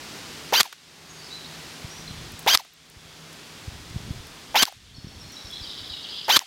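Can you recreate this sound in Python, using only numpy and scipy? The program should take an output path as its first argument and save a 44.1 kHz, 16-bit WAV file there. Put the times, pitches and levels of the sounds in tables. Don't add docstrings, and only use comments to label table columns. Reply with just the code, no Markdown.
import sys
import numpy as np
from scipy import signal
from scipy.fft import rfft, irfft
from scipy.io import wavfile
from scipy.ndimage import uniform_filter1d

SR = 44100
rng = np.random.default_rng(int(sys.argv[2]) if len(sys.argv) > 2 else 0)


def convert_level_to_amplitude(level_db):
    exponent = np.asarray(level_db, float) / 20
    return 10 ** exponent


def put_to_file(sound):
    columns = np.atleast_2d(sound).T
    safe = np.clip(columns, -1, 1)
    whole_steps = np.round(safe * 32767)
    wavfile.write(sys.argv[1], SR, whole_steps.astype(np.int16))


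N = 284886
TIME_S = np.arange(N) / SR

# freq_hz, level_db_per_hz
LEAF_SPECTRUM = [(18, -21), (30, -43), (70, -2.5), (112, -7), (153, -2), (189, -5), (245, -1.5), (345, -4),
                 (415, -4), (540, -8.5), (702, -7.5), (1070, -8), (4910, -9), (12300, -24), (16000, -29)]
# time_s, level_db
LEAF_LEVEL = [(0, -45), (1.5, -46.5), (2.4, -48.5), (3.5, -49), (4.5, -50.5), (5.4, -49), (6.46, -52.5)]
# time_s, level_db
HUM_LEVEL = [(0, -54), (2.2, -47), (3.2, -52.5), (3.8, -57), (4.5, -67), (6.46, -72)]
# time_s, level_db
INSECT_LEVEL = [(0, -74), (2, -61), (2.15, -57), (4.4, -58.5), (4.8, -48), (5.3, -56), (6.46, -42)]
# time_s, level_db
GUST_LEVEL = [(0, -63), (1.1, -61), (1.45, -64), (1.9, -60), (2.25, -40), (2.45, -59), (3.5, -57),
              (3.72, -50), (4.1, -40), (4.45, -54), (4.72, -52), (4.78, -30), (4.88, -46), (5.05, -35),
              (5.2, -43.5), (5.45, -55), (5.8, -51), (6.46, -56)]
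# time_s, peak_db, pitch_hz, length_cycles
PUFFS = [(1.846, -27, 110, 1.0), (2.108, -27, 107, 0.94), (2.24, -39, 72.7, 0.43), (2.339, -33.5, 87, 0.89),
         (2.969, -39, 73, 0.92), (3.68, -24.5, 91.5, 0.97), (3.799, -40.5, 72.7, 0.83),
         (3.909, -31, 83.4, 0.82), (3.946, -32, 84.4, 0.86), (3.962, -18, 110, 0.96),
         (4.007, -34, 113, 1.0), (4.049, -39, 135, 0.99), (4.108, -17.5, 110, 0.72),
         (4.17, -36, 80.7, 0.72), (4.198, -30, 81.5, 0.74), (4.239, -51, 153, 0.76), (4.77, -44, 88, 0.74),
         (4.984, -32.5, 122, 0.78), (5.046, -26, 127, 0.68), (5.071, -28, 138, 0.62),
         (5.159, -36, 71, 0.96), (5.45, -34.5, 72.7, 0.89), (5.613, -33, 69, 1.0), (5.68, -43, 72.7, 1),
         (5.91, -37, 74.4, 0.91)]
# piston_slam_s, trigger_lead_ms
SHOTS = [
    (.6074, 83),
    (2.5497, 86),
    (4.6294, 85),
    (6.3675, 85),
]
# full_mesh_hz, run_up_lag_ms, whine_db, slam_db, lurch_db
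EFFORT = [(1557, 1.14, -18, -5.5, -27), (1598, -1.525, -17.5, -8, -27), (1560, 0.776, -18.5, -6.5, -39),
          (1566, 0.46, -17.5, -5.5, -37)]
# mesh_rate_multiple, level_db
TOOTH_HARMONICS = [(1, 4), (2, 2), (3, 2), (4, -2.5), (5, -11)]
# freq_hz, gain_db
GEARBOX_RESPONSE = [(200, -22), (550, -7.5), (850, 6.5), (980, 4), (1100, -10), (1400, -12), (1570, -8),
                    (1950, -2), (2500, -2.5), (2780, 1), (3100, 1.5), (3600, 9), (4400, -3.5), (4750, 1),
                    (5700, 1), (6250, -1), (8000, -11.5)]
# freq_hz, level_db_per_hz
GRIND_SPECTRUM = [(120, -77), (200, -17), (1060, -5.5), (1560, -4.5), (2330, -4.5), (3070, -3.5),
                  (3430, -3.5), (6170, -6), (8270, -21.5), (13600, -10), (16000, -19)]
# pinion_bite_db, slack_db, pellet_graze_db, pellet_hit_db, coasting_db
KNOCKS = [(-16, -35, -16, -13, -38), (-14, -33, -29, -6, -38.5), (-20, -31, -25, -12.5, -35.5),
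          (-15, -19, -39, -6.5, -39.5)]
BLOW_DELAY_MS = [-12, -9, -6, -3.6, -2, 0, 4, 6]
# level_db, ring_ms
BLOWS = [(-23.5, 55), (-27.5, 17), (-7, 13), (-14.5, 45), (-5.5, 10), (-7.5, 20.6), (-7.5, 5), (-16, 4.3)]
# freq_hz, level_db_per_hz
SLAM_SPECTRUM = [(35, -51), (60, -48), (268, -11), (527, -14), (715, -6.5), (2300, -3.5), (2710, -7),
                 (3500, 0.5), (4750, -3.5), (7750, -12.5), (10800, -16), (11800, -8.5), (16000, -32)]
# centre_hz, width_hz, level_db
CYLINDER_MODES = [(110, 79, -19.5), (267, 210, -14.5), (1155, 135, -7), (3370, 120, -3), (3900, 220, -6.5),
                  (4700, 560, -6)]
# time_s, peak_db, centre_hz, ring_s
TICKS = [(.644, -39, 5300, .015), (.677, -32, 4500, 0.013), (.7265, -28, 3500, 0.032),
         (.727, -29, 1300, 0.022), (2.392, -33, 8000, .008), (2.3925, -24, 15000, .014),
         (2.403, -40, 10500, .012), (2.427, -34, 10500, .012), (2.596, -30, 3900, .012),
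         (2.649, -36.5, 800, 0.024), (4.695, -42, 5400, .012), (4.724, -33, 800, 0.014),
         (2.319, -35, 10500, .012), (2.736, -42.5, 13500, .01), (2.9, -35.5, 9000, 0.0058),
         (3.33, -36, 9000, 0.012), (3.9, -38, 10000, .01), (4.27, -36, 9000, .01), (5.32, -38, 10100, .01),
         (5.512, -37, 10500, .01), (5.88, -44, 12000, .01)]
# time_s, from_hz, to_hz, length_ms, level_db
WHISTLES = [(1.08, 6560, 6670, 51, -53), (1.13, 6650, 6540, 24, -54), (1.171, 4620, 4710, 30, -47),
            (1.21, 4700, 4370, 21, -45), (1.225, 5020, 5140, 35, -50), (1.26, 4550, 4380, 66, -52),
            (1.3, 3710, 4080, 43, -44.5), (1.329, 4020, 4040, 41, -42), (1.375, 3900, 4060, 28, -56),
            (1.44, 3550, 4000, 16, -43), (1.455, 4210, 4400, 19, -42), (1.895, 5400, 5960, 37, -45),
            (1.96, 6000, 5670, 31, -49), (2.075, 4080, 4020, 11, -43), (2.1, 3060, 2940, 21, -56)]
# delay_ms, from_hz, to_hz, length_ms, level_db
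SLUR = [(0, 5900, 5000, 42, 0)]
# delay_ms, from_hz, to_hz, length_ms, level_db
HELD = [(0, 4430, 4370, 18, 0)]
# delay_ms, from_hz, to_hz, length_ms, level_db
DIP = [(0, 3350, 2950, 27, 0)]
# delay_ms, from_hz, to_hz, length_ms, level_db
ANSWER = [(0, 3960, 3900, 10, 1.5), (15, 4550, 3300, 34, -1.5)]
# delay_ms, from_hz, to_hz, length_ms, level_db
RUSH = [(0, 3580, 5600, 29, -2.5), (22, 3640, 2670, 31, 0)]
# delay_ms, from_hz, to_hz, length_ms, level_db
ACCENT = [(0, 3960, 3890, 16, 0)]
# time_s, level_db, pitch_ratio
SLURS = [(4.949, -58, .98), (5.059, -56, 1.01), (5.19, -55, 1.), (5.319, -49, 1.02), (5.455, -49, .98),
         (5.6, -49, .93), (5.737, -50, .93), (5.875, -48, .92)]
# time_s, level_db, pitch_ratio
HELDS = [(4.94, -53, 1.), (5.084, -50, .995), (5.225, -53, .96), (5.4, -52, 1.02), (5.619, -44, 1.05),
         (5.748, -43.5, 1.02), (5.888, -46, 1.)]
# time_s, level_db, pitch_ratio
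DIPS = [(5.639, -45, 0.99), (5.779, -49, 0.98), (5.919, -46, .93)]
# time_s, level_db, pitch_ratio
ANSWERS = [(5.529, -46.5, 1.), (5.669, -44.5, 0.95), (5.8, -45, 0.96), (5.936, -43, 0.97)]
# time_s, level_db, pitch_ratio
RUSHES = [(6.014, -43, .98), (6.09, -41.5, .99), (6.161, -41.5, 1.01), (6.231, -45, 1.1)]
# time_s, level_db, pitch_ratio
ACCENTS = [(5.359, -41, 1.), (5.5, -43, .865), (5.895, -42, .99)]


def level(x, db):
    return x * convert_level_to_amplitude(db) / np.sqrt(np.mean(x ** 2))


def band(x, hz, width_hz):
    b, a = signal.iirpeak(min(hz, .45 * SR), hz / width_hz, SR)
    return signal.lfilter(b, a, x)


def colour(x, spectrum, size=1024):
    hz, db = np.transpose(spectrum)
    grid_hz = np.linspace(1, SR / 2, size + 1)
    cepstrum = irfft(np.log(convert_level_to_amplitude(np.interp(np.log(grid_hz), np.log(hz), db))))
    cepstrum[1:size] *= 2
    cepstrum[size + 1:] = 0
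    impulse = irfft(np.exp(rfft(cepstrum)))
    return signal.fftconvolve(x, impulse)[:len(x)]


def add(out, start_s, x):
    i = int(start_s * SR)
    out[i:i + len(x)] += x[:N - i]


def fade(t60_s, size=2048):
    return 1000. ** (-np.arange(size) / SR / max(t60_s, 1 / 500))


def walk(rate_hz, size=N):
    hold = int(SR / rate_hz)
    held = np.repeat(rng.standard_normal(size // hold + 1), hold)
    slewed = uniform_filter1d(uniform_filter1d(held, hold), hold)
    return 1.374 * slewed[:size]


def curve(points):
    return np.interp(TIME_S, *np.transpose(points))


def note(from_hz, to_hz, ms):
    t = np.linspace(0, 1, int(max(ms, 4) * SR / 1000))
    turns = np.cumsum(from_hz + (to_hz - from_hz) * t) / SR
    return np.sqrt(2) * np.sin(np.pi * t) * np.sin(2 * np.pi * turns)


def echo(x, t60_s, db):
    size = SR // 2
    tail = level(rng.standard_normal(size) * fade(t60_s, size), db)
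    return signal.fftconvolve(x, tail)[:N]


def camera_gain_db(duck_db=-20, attack_s=.11, hold_s=.16, release_s=.24):
    db = np.zeros(N)
    for slam_s, lead_ms in SHOTS:
        dive = np.clip((TIME_S - slam_s + lead_ms / 1000) / attack_s, 0, 1)
        recovery = np.exp(-np.maximum(TIME_S - slam_s - hold_s, 0) / release_s)
        db = np.minimum(db, duck_db * dive * recovery)
    return db


def leaves():
    hiss = colour(rng.standard_normal(N), LEAF_SPECTRUM)
    hiss = hiss / np.std(band(hiss, 1280, 1610))
    return hiss * convert_level_to_amplitude(curve(LEAF_LEVEL) + .3 * walk(10))


def far_hum():
    hz = 158.6 * (1 + .00697 * walk(2.96))
    tone = np.sin(2 * np.pi * np.cumsum(hz) / SR)
    return tone * convert_level_to_amplitude(curve(HUM_LEVEL) + 1.8 * walk(25.16))


def insects(hz=3404, width_hz=590):
    chirr = band(band(rng.standard_normal(N), hz, width_hz), hz, width_hz)
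    return level(chirr, 0) * convert_level_to_amplitude(curve(INSECT_LEVEL) + 2.5 * walk(30))


def wood():
    return (leaves() + far_hum() + insects()) * convert_level_to_amplitude(camera_gain_db())


def wind():
    rumble = level(band(band(rng.standard_normal(N), 70, 110), 80, 160), 0) * convert_level_to_amplitude(4 * walk(18))
    out = rumble * convert_level_to_amplitude(curve(GUST_LEVEL) - 2.5 + .98 * camera_gain_db())
    for s, db, hz, cycles in PUFFS:
        puff = note(1.62 * hz, .39 * hz, 2000 * cycles / hz)
        flutter = note(2.25 * hz, 1.87 * hz, 900 / hz)
        add(out, s - .61 * cycles / hz, convert_level_to_amplitude(db - 5.5) * puff)
        add(out, s - .3 / hz, convert_level_to_amplitude(db - 17) * flutter)
    return out


def motor(lead_ms, full_hz, lag_ms, size=4410):
    full_speed_ms, rise_ms, bend = -30, 60.5, 1.75
    ms = np.arange(size) / SR * 1000 - lead_ms
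    to_go = np.clip((full_speed_ms + lag_ms - ms) / rise_ms, 0, 1)
    hz = full_hz * (1 - to_go ** bend)
    turns = np.cumsum(hz * (1 + .0035 * walk(262, size))) / SR
    teeth = sum(convert_level_to_amplitude(db + 2.5 * walk(300, size)) * np.cos(2 * np.pi * k * turns)
                for k, db in TOOTH_HARMONICS)
    scrape = 1 + .63 * np.cos(2 * np.pi * turns)
    noise = rng.standard_normal(size) * scrape * convert_level_to_amplitude(1.86 * walk(264, size))
    grind = colour(noise, GRIND_SPECTRUM)
    bite = np.clip((ms + 75) / 1.0, .2, 1)
    load = np.clip((ms + lead_ms) / 5.7, .15, 1)
    release = np.clip((-6 - ms) / 4, 0, 1)
    spin_off = np.clip((5 - ms) / 10, 0, 1)
    whine = release * level(colour(teeth, GEARBOX_RESPONSE), 0)
    return load * (whine + spin_off * bite * level(grind, -4))


def motor_run_up():
    out = np.zeros(N)
    for (slam_s, lead_ms), (full_hz, lag_ms, whine_db, _, lurch_db) in zip(SHOTS, EFFORT):
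        trigger_s = slam_s - lead_ms / 1000
        add(out, trigger_s, convert_level_to_amplitude(whine_db) * motor(lead_ms, full_hz, lag_ms))
        add(out, trigger_s, convert_level_to_amplitude(lurch_db) * note(404, 630, 9.5))
        add(out, trigger_s, convert_level_to_amplitude(lurch_db - 8) * note(890, 620, 13))
    return out


def clicks(table, crack_db):
    out = np.zeros(N)
    for s, db, hz, ring_s in table:
        noise = rng.standard_normal(2048)
        strike = noise * fade(ring_s) + 1.3 * fade(0) ** 4
        crack = convert_level_to_amplitude(crack_db) * noise * fade(.5 * ring_s)
        knock = band(strike, hz, .5 * hz) + crack
        add(out, s, convert_level_to_amplitude(db) * knock / np.abs(knock).max())
    return out


def knocks():
    start, pellet, settle = [], [], []
    for (slam_s, lead_ms), (bite_db, slack_db, graze_db, hit_db, _) in zip(SHOTS, KNOCKS):
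        trigger_s = slam_s - lead_ms / 1000
        start += [(trigger_s, bite_db, 550, .02), (trigger_s + .014, slack_db, 12000, .018)]
        pellet += [(slam_s + .0237, graze_db, 9000, .005), (slam_s + .0245, hit_db, 4530, .005)]
        settle += [(slam_s + .0345, -33, 1400, .012)]
    return clicks(start, -26.5) + clicks(pellet, -35) + clicks(settle, -19)


def piston_blows():
    out = np.zeros(N)
    for slam_s, _ in SHOTS:
        for delay_ms, (db, ring_ms) in zip(BLOW_DELAY_MS, BLOWS):
            burst = rng.standard_normal(2048) * fade(ring_ms / 1000)
            add(out, slam_s + delay_ms / 1000, convert_level_to_amplitude(.4 + db) * burst)
    return colour(out, SLAM_SPECTRUM) * convert_level_to_amplitude(8.5)


def piston_impact():
    out = np.zeros(N)
    for (slam_s, _), (_, _, _, slam_db, _) in zip(SHOTS, EFFORT):
        add(out, slam_s, convert_level_to_amplitude(slam_db) * np.array([1., .6, .3]))
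    return out


def cylinder_ring(impact):
    return sum(convert_level_to_amplitude(db + 31.5) * band(band(impact, hz, 3 * width_hz), hz, width_hz)
               for hz, width_hz, db in CYLINDER_MODES)


def coasting_gears():
    out = np.zeros(N)
    for (slam_s, _), (*_, db) in zip(SHOTS, KNOCKS):
        coast_s = slam_s + .0432
        add(out, coast_s, convert_level_to_amplitude(db) * note(1180, 620, 17.5))
        add(out, coast_s + .019, convert_level_to_amplitude(db - 10.5) * note(860, 680, 13))
        scrape = level(colour(rng.standard_normal(1400), GRIND_SPECTRUM), db - 3)
        add(out, coast_s - .012, scrape * np.hanning(1400) ** .21)
    return out


def tree_answer(impact):
    mid = band(band(echo(impact, .8, -43), 3700, 4700), 2200, 7800)
    treble = band(echo(impact, .55, -52), 11000, 9000)
    gap = sum(np.exp(-np.abs(TIME_S - slam_s) / .039) for slam_s, _ in SHOTS)
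    return (mid + treble) * convert_level_to_amplitude(camera_gain_db() + 20) * (1 - gap)


def rifle():
    impact = piston_impact()
    mechanism = motor_run_up() + knocks() + clicks(TICKS, -20)
    stroke = piston_blows() + cylinder_ring(impact)
    return mechanism + stroke + coasting_gears() + tree_answer(impact)


def song(notes, buzz_db, wobble_samples):
    out = np.zeros(N)
    for s, from_hz, to_hz, ms, db in notes:
        add(out, s, convert_level_to_amplitude(db) * note(from_hz, to_hz, ms))
    drift = np.arange(N) + wobble_samples * walk(150)
    return np.interp(drift, np.arange(N), out) * convert_level_to_amplitude(buzz_db * walk(400))


def trill():
    figures = ((SLUR, SLURS), (HELD, HELDS), (DIP, DIPS),
               (ANSWER, ANSWERS), (RUSH, RUSHES), (ACCENT, ACCENTS))
    notes = []
    for figure, sung in figures:
        for s, db, ratio in sung:
            for delay_ms, from_hz, to_hz, length_ms, note_db in figure:
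                notes.append((s + delay_ms / 1000, ratio * from_hz, ratio * to_hz,
                              length_ms, db + note_db))
    return notes


def birds():
    near = convert_level_to_amplitude(-.5) * song(WHISTLES, 2., 1.6)
    far = convert_level_to_amplitude(-1.5) * song(trill(), 3.5, 1.5)
    near_echo = echo(near, .3, -46) + echo(near, 1.0, -42)
    far_echo = echo(far, .53, -38) + echo(far, 4.4, -37) * (1 + .6 * walk(500))
    last_slam_s = SHOTS[-1][0]
    duck_db = -14 * np.clip((TIME_S - last_slam_s + .08) / .05, 0, 1)
    return convert_level_to_amplitude(duck_db) * (near + near_echo + far + far_echo)


def scene():
    return (wood() + wind() + rifle() + birds())[None]


def band_limit(x):
    return signal.sosfilt(signal.butter(12, 16490, fs=SR, output="sos"), x)


def record(dry):
    ceiling, top_hz = .72, 15850
    limited = ceiling * np.tanh(1.026 * dry / ceiling)
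    lowpass = signal.ellip(8, .2, 60, top_hz, fs=SR, output="sos")
    mix = signal.sosfilt(lowpass, limited)
    return band_limit(mix)


dry = scene()
out = record(dry)
put_to_file(out)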